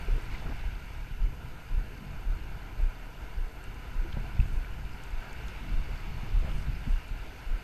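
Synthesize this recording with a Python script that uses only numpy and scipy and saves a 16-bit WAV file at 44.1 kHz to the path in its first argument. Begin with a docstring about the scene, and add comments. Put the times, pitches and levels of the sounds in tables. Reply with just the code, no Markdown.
"""A kayak drifts toward rapids, heard from a waterproof camera on the paddler's chest. From the start
the river roars and fizzes with bubbles over wind rumble, a faint sensor whine and a quick, thudding pulse.
Paddle and hull splash in the first half second, then the roar eases. Just past 4 s the water gulps, a gust
swells and the hardest bump rings the mount. Drops tick on the case after 5 s, and from about 6 s a run
of bumps comes through, with more splashes and two sheets of spray."""
import sys
import numpy as np
from scipy import signal
from scipy.fft import rfft, irfft
from scipy.io import wavfile
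from scipy.ndimage import uniform_filter1d

SR = 44100
rng = np.random.default_rng(int(sys.argv[2]) if len(sys.argv) > 2 else 0)


def bounce(signal):
    """Save signal as a 16-bit WAV file at the path given by the first command-line argument."""
    frames = np.transpose(np.atleast_2d(signal))
    limited = np.clip(frames, -1, 1)
    pcm = np.round(limited * 32767).astype(np.int16)
    wavfile.write(sys.argv[1], SR, pcm)


N = 336483
T = np.arange(N) / SR
FREQS = np.fft.rfftfreq(N, 1 / SR)


def gain_of(db):
    """Decibels to amplitude."""
    return 10 ** (np.asarray(db) / 20)


def unit_rms(x):
    """Scales to rms 1."""
    return x / np.sqrt(np.mean(x ** 2) + 1e-20)


def band_rms(x, lo_hz, hi_hz):
    """Rms of the part of x between two frequencies."""
    return np.std(irfft(rfft(x) * ((FREQS > lo_hz) & (FREQS < hi_hz)), N))


def spectrum_at(points, hz):
    """Reads a tone curve on a log-frequency axis."""
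    point_hz, db = np.transpose(points)
    return np.interp(np.log(hz + 1), np.log(point_hz), db)


def bell_eq(x, bells):
    """Imprints bell-shaped peaks and hollows on a sound."""
    curve_db = sum(db * np.exp(-(2 * (FREQS - hz) / width) ** 2) for hz, width, db in bells)
    return irfft(rfft(x) * gain_of(curve_db), N)


def automation(rows, t):
    """Every lane of an automation table at the times t."""
    times, *lanes = np.transpose(rows)
    return [np.interp(t, times, lane) for lane in lanes]


def wander(t, max_hz, count=24):
    """A slow random swell of rms 1."""
    rates = np.geomspace(max_hz / 10, max_hz, count)
    return unit_rms(sum(np.sin(2 * np.pi * (rate * t + rng.random())) for rate in rates))


def add(mix, s, sound):
    """Mixes a sound in at s seconds."""
    part = mix[max(round(s * SR), 0):][:len(sound)]
    part += sound[:len(part)]


# Fader rides as the boat drifts: (time [s], roar level [dB], foam level [dB])
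RIVER_RIDES = [(0.0, -50.5, -51.5), (0.48, -52, -52.5), (0.85, -54.5, -54.5), (1.3, -54.5, -56.5),
               (2.95, -52.5, -56), (3.45, -53.5, -56.5), (4.2, -52.0, -54), (4.8, -53.5, -55.5),
               (5.25, -51.5, -52.5), (6.0, -52, -51.5), (7.08, -53, -53.5), (7.63, -52, -53)]
# Sheets of spray thrown up close by: (centre time [s], length [s], boost [dB])
SPRAY_SHEETS = [(.08, .8, 2), (4.52, 0.33, 3), (6.567, 0.29, 3.5), (6.918, 0.28, 2.5)]


def water_levels(t):
    """Roar, foam and spray rides in dB: spray rises with the foam and swells with each sheet."""
    roar_db, foam_db = automation(RIVER_RIDES, t)
    sheets_db = sum(db * np.cos(np.pi * np.clip((t - s) / length, -.5, .5)) ** 2
                    for s, length, db in SPRAY_SHEETS)
    spray_db = -69 + 0.39 * (foam_db - foam_db.mean()) + sheets_db
    return roar_db, foam_db, spray_db


# Comb colour of the echo off the deck: (frequency [Hz], width [Hz], gain [dB])
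DECK_EQ = [(1008, 125, 3), (1133, 199, -8.5), (1505, 360, 4.5)]
# Arm and paddle block that echo: (time [s], share blocked [0-1])
DECK_SHADE = [(.5, 0.17), (.9, 0.1), (5.3, 0), (5.7, 0.4), (6.5, 0.7), (6.8, 0.03)]
# Boxy tone of the camera case: (frequency [Hz], width [Hz], gain [dB])
CASE_EQ = [(564.6, 64, -8), (640, 28, 0), (1838, 580, -4), (2190, 320, 1.65), (2555, 110, -3),
           (2830, 190, 1.5), (3233, 240, -5), (3990, 370, -2.5), (4510, 460, 1.5), (5580, 940, -2),
           (8670, 910, 2)]


def deck_and_case(x):
    """The deck's echo, unless blocked, and the waterproof case colour the river."""
    shade = automation(DECK_SHADE, T)[0]
    echoed = shade * x + (1 - shade) * bell_eq(x, DECK_EQ)
    return bell_eq(echoed, CASE_EQ)


# Tone of the river bed track: (frequency [Hz], relative level [dB])
ROAR_TONE = [(60, -23), (230, -1.5), (400, -5.5), (1000, -5.5), (2700, -8.5), (3600, -18), (5000, -21.5),
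             (7500, -28.5), (11000, -34), (13500, -32.5), (15200, -39)]


def rapids(patchy_db=1.0, flicker_db=0.26, surge_db=0.27, foam_hz=1750, spray_hz=6000, trim_db=-0.41):
    """Countless far bubbles merge into a roar that surges in patches and brightens with foam and spray."""
    frame, hop = 1024, 256
    t = np.arange(N // hop + 5) * hop / SR
    hz = np.fft.rfftfreq(frame, 1 / SR)
    real, imag, patches = rng.standard_normal((3, len(t), len(hz)))
    patches = uniform_filter1d(patches, size=12, axis=0)  # smear in time
    patches = unit_rms(uniform_filter1d(patches, size=10, axis=1))  # and in frequency
    flicker = unit_rms(uniform_filter1d(rng.standard_normal(len(t)), size=5))
    roar_db, foam_db, spray_db = (db - db.mean() for db in water_levels(t))
    foam_shelf, spray_shelf = (hz ** 8 / (hz ** 8 + edge ** 8) for edge in (foam_hz, spray_hz))
    tone_db = spectrum_at(ROAR_TONE, hz) + patchy_db * patches + flicker_db * flicker[:, None]
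    tone_db += np.outer(foam_db - roar_db, foam_shelf - spray_shelf)
    tone_db += np.outer(spray_db - roar_db, spray_shelf)
    spectra = (real + 1j * imag) * gain_of(tone_db)
    _, roar = signal.istft(spectra.T, nperseg=frame, noverlap=frame - hop)
    roar = deck_and_case(roar[:N])
    roar /= band_rms(roar, 600, 1700)  # the mids set the level
    surges = np.interp(T, t, wander(t, max_hz=5))
    return roar * gain_of(automation(RIVER_RIDES, T)[0] + surge_db * surges + trim_db)


def bubble(hz, cycles, rise=0.043):
    """A ringing pocket of air whose pitch climbs as it dies away."""
    age = np.arange(int(4 * cycles / hz * SR) + 2) * hz / SR / cycles  # in decay times
    chirp = np.sin(2 * np.pi * cycles * age * (1 + rise * age / 2))
    return chirp * np.exp(-age) * (1 - np.exp(-age * cycles * 2))


def fizz(lo_hz, hi_hz, per_s, cycles, spread_db, pitches=32):
    """Bubbles of many sizes burst at random; a few pop out much louder than the rest."""
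    out = np.zeros(N)
    for hz in np.geomspace(lo_hz, hi_hz, pitches):
        strength = gain_of(spread_db * np.minimum(rng.exponential(1, N), 4))
        bursts = strength * (rng.random(N) < per_s / pitches / SR)
        out += signal.oaconvolve(bursts, bubble(hz, cycles))[:N]
    return unit_rms(out)


def near_water():
    """Single bubbles stand out beside the hull: low gurgle, bright foam and fine spray."""
    roar_db, foam_db, spray_db = water_levels(T)
    gurgle = fizz(278, 1510, per_s=98, cycles=4.8, spread_db=2.5) * gain_of(roar_db - 9.5)
    foam = fizz(1490, 4900, per_s=290, cycles=4.7, spread_db=3.5) * gain_of(foam_db - 11)
    spray = fizz(5140, 10500, per_s=500, cycles=3.5, spread_db=6) * gain_of(spray_db - 8.5)
    return deck_and_case(gurgle + foam + spray)


# Fader ride of the breeze: (time [s], level [dB])
WIND_RIDE = [(0.0, -46), (1.1, -46.5), (1.7, -50), (2.0, -46), (2.6, -50.5), (3.85, -49.5), (4.3, -42.5),
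             (5.15, -51), (5.7, -45), (6.9, -43.5), (7.25, -53.0), (7.63, -51.5)]
# Sub-heavy tone of wind on the microphone: (frequency [Hz], relative level [dB])
WIND_TONE = [(10, 6), (22, -1), (35, 6.5), (55, 2), (80, -6.5), (118, -6), (160, -12), (240, -24.5),
             (400, -34), (1000, -74)]


def wind(gust_db=2, trim_db=-0.46):
    """Eddies buffet the case, swelling and dropping with each random gust."""
    eddies = irfft(rfft(rng.standard_normal(N)) * gain_of(spectrum_at(WIND_TONE, FREQS)), N)
    eddies /= band_rms(eddies, 75, 220)  # the upper bass sets the level
    gusts = wander(T, max_hz=5)
    return eddies * gain_of(automation(WIND_RIDE, T)[0] + gust_db * gusts + trim_db)


# The sensor's scan tone, then its octave: (rms level [dB])
WHINE_LEVELS = [-79.5, -72.5]


def sensor_whine(scan_hz=6307, sweeps_per_s=29.97):
    """The camera's sensor sings thinly as it scans its lines, retriggering with every sweep."""
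    phase = 2 * np.pi * scan_hz * (T % (1 / sweeps_per_s))
    return sum(np.sqrt(2) * gain_of(db) * np.sin(k * phase) for k, db in enumerate(WHINE_LEVELS, 1))


# Sub thuds of the paddler's pulse: (centre time [s], level [dB])
PULSE_CUES = [(0.136, -20.5), (0.669, -25.5), (1.237, -20.5), (1.762, -21), (2.301, -22), (2.84, -18.5),
              (3.404, -23.5), (3.993, -22.5), (4.574, -23.5), (5.158, -24.5), (5.761, -21), (6.373, -17.5),
              (6.925, -18.5), (7.517, -22.5)]


def heartbeat(length_s=0.165, swing_hz=29.5, hz_per_db=0.5, overtone=0.19, unevenness=0.15):
    """Each beat rocks the camera on the chest for a few uneven swings; stronger beats swing faster."""
    out = np.zeros(N)
    t = np.arange(-length_s / 2, length_s / 2, 1 / SR)
    mean_db = np.mean([db for _, db in PULSE_CUES])
    for s, db in PULSE_CUES:
        hz = swing_hz + hz_per_db * (db - mean_db)
        start, *lags = rng.standard_normal(9)
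        wobble = np.interp(t, np.linspace(t[0], t[-1], len(lags)), lags)
        phase = 2 * np.pi * (hz * t + start + unevenness * wobble)
        envelope = gain_of(db) * np.cos(np.pi * t / length_s) ** 2
        add(out, s - length_s / 2, envelope * (np.sin(phase) + overtone * np.sin(2 * phase)))
    return out


# Solo bubbles: (time [s], level [dB], pitch [Hz], decay [cycles])
PLOP_CUES = [(.083, -30.5, 398, 2.6), (.338, -52, 4370, 14), (.347, -39, 2030, 15), (4.048, -37, 330, 5.9),
             (4.167, -26.5, 212.5, 2.3), (4.401, -34, 2570, 9.7), (4.647, -40.5, 2270, 11),
             (6.868, -26.5, 240, 2.66)]


def plops():
    """Single pockets of trapped air ring out, from low gulps to high plinks."""
    out = np.zeros(N)
    for s, db, hz, cycles in PLOP_CUES:
        add(out, s, gain_of(db) * bubble(hz, cycles, rise=0.015))
    return out


# Splashes and laps: (time [s], rms level [dB], pitch [Hz], spread either way [octaves], length [s])
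SPLASH_CUES = [(0.144, -47, 377, .3, .04), (.3, -57.5, 2750, 0.81, .11), (0.419, -51.5, 1000, 0.84, .11),
               (.44, -46.5, 250, 0.86, .08), (1.93, -48.5, 169, 0.58, .14),
               (4.125, -47.5, 3100, 0.48, .007), (4.158, -48, 654, 0.48, .018),
               (5.21, -51.5, 1400, .2, .08), (5.6, -49, 210, 0.48, .2), (6.422, -49, 680, 0.51, 0.078),
               (6.45, -53.5, 1900, .9, .08)]


def splashes(bubble_count=60):
    """Blade and hull fold air into the water as clouds of short-lived bubbles."""
    out = np.zeros(N)
    for s, db, hz, octaves, length in SPLASH_CUES:
        cloud = np.zeros(SR // 2)
        for when, detune, strength in rng.random((bubble_count, 3)):
            bubble_hz = hz * 2 ** (octaves * (2 * detune - 1))
            add(cloud, when * length, (0.18 + strength) * bubble(bubble_hz, cycles=1.9))
        cloud_rms = np.sqrt(np.sum(cloud ** 2) / (length * SR))
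        add(out, s, gain_of(db) * cloud / cloud_rms)
    return out


# Knocks through the boat, plus one low thud at 6.37 s that deepens the pulse beat there: (time [s], peak level
# [dB], hardness as high cut [Hz])
BUMP_CUES = [(0.157, -32, 220), (1.11, -29, 89), (4.137, -33, 130), (4.169, -24, 410), (4.392, -11.5, 85),
             (4.409, -17.5, 80), (5.933, -26.5, 99), (6.232, -27, 232), (6.37, -22.5, 59.6),
             (6.445, -27.5, 193), (6.683, -24, 168), (6.869, -23.5, 360), (7.108, -25.5, 80)]
# Resonances of the camera mount: (frequency [Hz], relative level [dB], time to fall 60 dB [s])
MOUNT_MODES = [(36.5, -4, 0.26), (67.5, -6, 0.088), (127, 0, 0.052), (201, -8.5, 0.06), (330, -26, 0.021)]


def bumps():
    """Soft blows ring the camera mount; harder ones reach its higher modes."""
    out = np.zeros(N)
    t = np.arange(SR // 3) / SR
    ring = sum(gain_of(db - 60 * t / t60) * np.sin(2 * np.pi * hz * t) for hz, db, t60 in MOUNT_MODES)
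    for s, db, top_hz in BUMP_CUES:
        band = signal.butter(2, [top_hz / 6, top_hz], "bandpass", fs=SR, output="sos")
        thud = signal.sosfilt(band, ring)
        add(out, s, gain_of(db) * thud / abs(thud).max())
    return out


# Drops ticking on the case: (time [s], peak level [dB], pitch [Hz])
DROP_CUES = [(.2215, -49, 7500), (3.6402, -45, 8300), (3.7435, -52, 6800), (5.0366, -44.5, 7300),
             (5.1054, -53, 6800), (5.3296, -44, 7300), (5.4725, -51, 11500), (5.482, -44, 6200),
             (5.484, -41, 3700), (7.0809, -52, 8500)]


def drops(decay_s=0.0019, band_ratio=1.2):
    """Each drop is a tiny spatter that rings the wet plastic for a moment."""
    out = np.zeros(N)
    t = np.arange(SR // 40) / SR
    for s, db, hz in DROP_CUES:
        spatter = rng.standard_normal(len(t)) * np.exp(-t / decay_s)
        band = signal.butter(2, [hz / band_ratio, hz * band_ratio], "bandpass", fs=SR, output="sos")
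        tick = signal.sosfilt(band, spatter)
        add(out, s, gain_of(db) * tick / abs(tick).max())
    return out


def scene():
    """The mono mix: water and wind through the air, thuds through the mount, and the sensor's whine."""
    water = rapids() + near_water() + plops() + splashes() + drops()
    return (water + wind() + heartbeat() + bumps() + sensor_whine())[None]


def record(dry, cutoff_hz=15250):
    """The camera's steep high cut takes off the very top."""
    high_cut = signal.firwin(511, cutoff_hz, window=("kaiser", 9), fs=SR)
    return signal.oaconvolve(dry, high_cut[None], "same")


dry = scene()
out = record(dry)
bounce(out)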